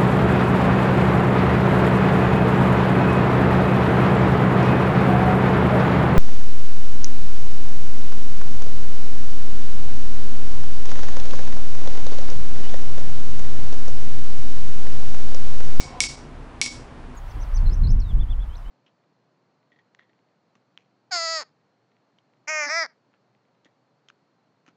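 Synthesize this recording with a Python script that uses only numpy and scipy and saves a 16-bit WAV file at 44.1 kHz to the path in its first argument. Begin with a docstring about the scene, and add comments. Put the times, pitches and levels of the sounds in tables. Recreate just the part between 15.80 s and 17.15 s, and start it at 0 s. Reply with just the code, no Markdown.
"""A hard-tipped tool taps a hollow ceramic wall tile twice, rebounding once after each tap.
Each contact is a sharp click and a short ring of the tile; near walls and a small tiled room answer.
The echo of an earlier tap is still fading at the start. Underneath lie dull room air, a faint hum,
a deep rumble and one soft handling rub."""
import sys
import numpy as np
from scipy import signal
from scipy.fft import rfft, irfft, next_fast_len
from scipy.io import wavfile
from scipy.ndimage import map_coordinates

SR = 44100
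rng = np.random.default_rng(int(sys.argv[2]) if len(sys.argv) > 2 else 0)


def store_wav(level_fs):
    """Save 16-bit WAV to argv[1]."""
    pcm = np.round(np.clip(np.atleast_2d(level_fs), -1, 1) * 32767)
    wavfile.write(sys.argv[1], SR, pcm.T.astype(np.int16))


N = 59535
TOP_HZ = 11000  # upper edge of the sound


def amp(db):
    """Decibels to gain."""
    return 10 ** (np.asarray(db) / 20)


def unit(x):
    """Scale to rms 1."""
    return x / np.sqrt(np.mean(x ** 2) + 1e-20)


def along(points, hz):
    """Read (Hz, value) points on a log frequency axis."""
    f, v = np.transpose(points)
    return np.interp(np.log(hz + 1), np.log(f + 1), v)


def filtered(x, response):
    """Shape x with a frequency response."""
    size = next_fast_len(len(x) + SR // 4)
    return irfft(rfft(x, size) * response(np.fft.rfftfreq(size, 1 / SR)), size)[:len(x)]


def causal(x, colour_db, size=2048):
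    """Minimum-phase EQ: colour x without ringing ahead of its attack."""
    cepstrum = irfft(colour_db(np.fft.rfftfreq(size, 1 / SR)) * np.log(10) / 20)
    cepstrum[1:size // 2] *= 2
    cepstrum[size // 2 + 1:] = 0
    return signal.fftconvolve(x, irfft(np.exp(rfft(cepstrum))))[:len(x)]


def add(track, s, x):
    """Mix x into the track at s seconds."""
    part = track[max(0, int(round(s * SR))):][:len(x)]
    part += x[:len(part)]


def wobble(rate):
    """A smooth random curve, rate knots a second."""
    return map_coordinates(rng.standard_normal(64), [np.arange(N) * rate / SR], mode="mirror")


def wavering_tone(hz, drift_rate):
    """A sine of rms 1 whose phase wanders."""
    return np.sqrt(2) * np.sin(2 * np.pi * (hz * np.arange(N) / SR + rng.random()) + wobble(drift_rate))


def tile_contact(tilt_db_per_octave, ring_db):
    """The hard tip meets the tile: a click, a brief crack and the ring of the tile's modes."""
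    # EQ of the tip's click. Each row: frequency in Hz, gain in dB.
    click_eq = [(300, -43.5), (700, -24.5), (1100, -6), (1700, -34.5), (2700, 5.5), (4000, 3), (5600, 3.5),
                (8000, 1), (9400, -5), (10500, -2)]
    # Tile modes, the lowest with a quick and a lingering part.
    # Each row: frequency in Hz, level in dB, time to fall 60 dB in seconds.
    modes = [(2253, -13.5, 0.042), (2226, -35.5, 0.47), (4980, -27, 0.017), (5546, -18.5, 0.015),
             (5700, -22, 0.018), (7580, -35, 0.0089), (8500, -26, .012), (10100, -32.5, 0.011)]
    click_db, crack_db, crack_t60_s = 8.5, -23, 0.008
    pivot_hz, spread_s = 4000, 0.000333
    t = np.arange(SR // 8) / SR
    click = amp(click_db) * (t == 0)
    crack = amp(crack_db - 60 * t / crack_t60_s) * rng.standard_normal(len(t))
    ring = sum(amp(ring_db + db - 60 * t / t60) * np.cos(2 * np.pi * hz * t) for hz, db, t60 in modes)
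    ring[0] *= 0.5
    hit = causal(click + crack, lambda hz: along(click_eq, hz)) + ring
    hit = causal(hit, lambda hz: tilt_db_per_octave * np.log2(np.maximum(hz / pivot_hz, 0.25)))
    # Bending waves carry the treble fastest: the bass lands up to spread_s later.
    delay_s = lambda hz: spread_s * np.maximum(1 - hz / TOP_HZ, 0)
    return filtered(hit, lambda hz: np.exp(-2j * np.pi * np.cumsum(delay_s(hz)) * hz[1]))


def tiled_room(x):
    """Direct sound, slaps from the near walls and a diffuse tail that builds up and dies."""
    # Decay of the tail. Each row: frequency in Hz, time to fall 60 dB in seconds.
    decay = [(500, 0.32), (2200, 0.36), (5500, 0.37), (10000, 0.34)]
    # EQ of the tail. Each row: frequency in Hz, gain in dB.
    tail_eq = [(300, 5), (1500, -2.5), (2250, -7), (2700, -4.5), (4500, 3.5), (5600, -0.5), (7500, 2),
               (9400, -4), (10500, -3.5)]
    # Wall slaps. 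Each row: delay in seconds, level in dB.
    slaps = [(.0023, -12.5), (.0037, -10), (.0069, -20), (.0102, -15.5)]
    tail_db, build_s = -1.5, 0.007
    hz, t, noise = signal.stft(rng.standard_normal(SR * 3 // 5), SR, nperseg=256)
    tail = signal.istft(noise * amp(-60 * t / along(decay, hz)[:, None]), SR, nperseg=256)[1]
    tail *= 1 - np.exp(-(np.arange(len(tail)) / SR / build_s) ** 2)
    response = causal(amp(tail_db) * tail / np.linalg.norm(tail), lambda hz: along(tail_eq, hz))
    response[0] += 1  # direct sound
    for delay, db in slaps:
        add(response, delay, amp([db]))
    return signal.fftconvolve(x, response)


def taps():
    """One tap just before the start, then two taps with a softer rebound each, all in the room."""
    # Contacts. Each row: start in seconds, level in dB, brightness in dB per octave, ring gain in dB.
    contacts = [(-0.1, 2.5, -1, 2.5), (0.2046, -0.5, 1, 0.5), (0.2383, -11.5, -1.5, 2.5),
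                (0.8148, -3.5, 0, 1.5), (0.8615, -14, -0.5, 1)]
    preroll = SR // 4
    track = np.zeros(preroll + N)
    for start, db, tilt, ring_db in contacts:
        add(track, preroll / SR + start, amp(db) * tiled_room(tile_contact(tilt, ring_db)))
    return track[preroll:]


def room_air(level_db=-42.5):
    """A steady bed of dull noise."""
    # Spectrum of the air. Each row: frequency in Hz, relative density in dB.
    spectrum = [(20, -6.5), (48, -9), (75, -6), (125, -3), (200, -11.5), (270, -7.5), (500, -15),
                (900, -15.5), (1500, -21.5), (2800, -29.5), (5000, -39), (10500, -48.5)]
    return amp(level_db) * unit(filtered(rng.standard_normal(N), lambda hz: amp(along(spectrum, hz))))


def hum(swell_db=4.5, swell_rate=14.36):
    """Three faint low tones, each fluttering in level and pitch."""
    # Hum tones. Each row: frequency in Hz, rms level in dB.
    tones = [(59, -50.5), (145, -55), (246, -53)]
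    track = np.zeros(N)
    for hz, db in tones:
        flutter = amp(swell_db * wobble(swell_rate))
        track += amp(db) * unit(flutter * wavering_tone(hz, drift_rate=9.76))
    return track


def rumble():
    """A sub-bass tone that swells and sinks."""
    # Rumble envelope. Each row: time in seconds, level in dB.
    envelope = [(0, -51), (.25, -44.5), (.45, -46.5), (.6, -36.5), (0.801, -57), (1.0, -45.5), (1.13, -56),
                (1.25, -35), (1.35, -44)]
    swell = amp(np.interp(np.arange(N) / SR, *np.transpose(envelope)))
    return swell * wavering_tone(hz=29.5, drift_rate=2)


def handling_rub(peak_s=0.17, rise_s=0.14, fall_s=0.056, level_db=-43):
    """A soft, hollow rub: resonant noise swells into the first of the two taps."""
    # Resonances of the rub. Each row: centre in Hz, width in Hz, relative level in dB.
    resonances = [(500, 70, -6.5), (728, 61, -1.5), (1020, 160, -6.5), (2610, 3100, -27)]
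    body = lambda f: sum(amp(db) / (1 + (2 * (f - hz) / width) ** 2) for hz, width, db in resonances)
    t = np.arange(N) / SR - peak_s
    swell = np.exp(-(t / np.where(t < 0, rise_s, fall_s)) ** 2)
    return amp(level_db) * swell * unit(filtered(rng.standard_normal(N), body))


def level_dips(mix):
    """The level dips briefly in the echoes while the tile's bands ring on."""
    # Dips. Each row: centre in seconds, half length in seconds, deepest gain in dB.
    dips = [(0.28, 0.0067, -10.5), (0.365, 0.0079, -5.5), (0.897, 0.017, -6)]
    # Bands that ring through. Each row: centre in Hz, half width in Hz.
    spared = [(2240, 140), (5200, 750)]
    t = np.arange(N) / SR
    dip_db = sum(db * np.exp(-((t - s) / half) ** 2) for s, half, db in dips)
    ringing = filtered(mix, lambda f: sum(np.exp(-((f - hz) / half) ** 2) for hz, half in spared))
    return ringing + amp(dip_db) * (mix - ringing)


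def scene():
    """The taps up front, over air, hum, rumble and rub, in mono."""
    return level_dips(taps() + room_air() + hum() + rumble() + handling_rub())[None]


def record(dry):
    """A steep low-pass shaves off the top treble."""
    slope_hz = TOP_HZ + np.array([-500, 0, 1000, 1500])
    lowpass = lambda hz: amp(np.interp(hz, slope_hz, [0, -17, -58, -90]))
    return np.array([filtered(x, lowpass) for x in dry])


dry = scene()
out = record(dry)
store_wav(out)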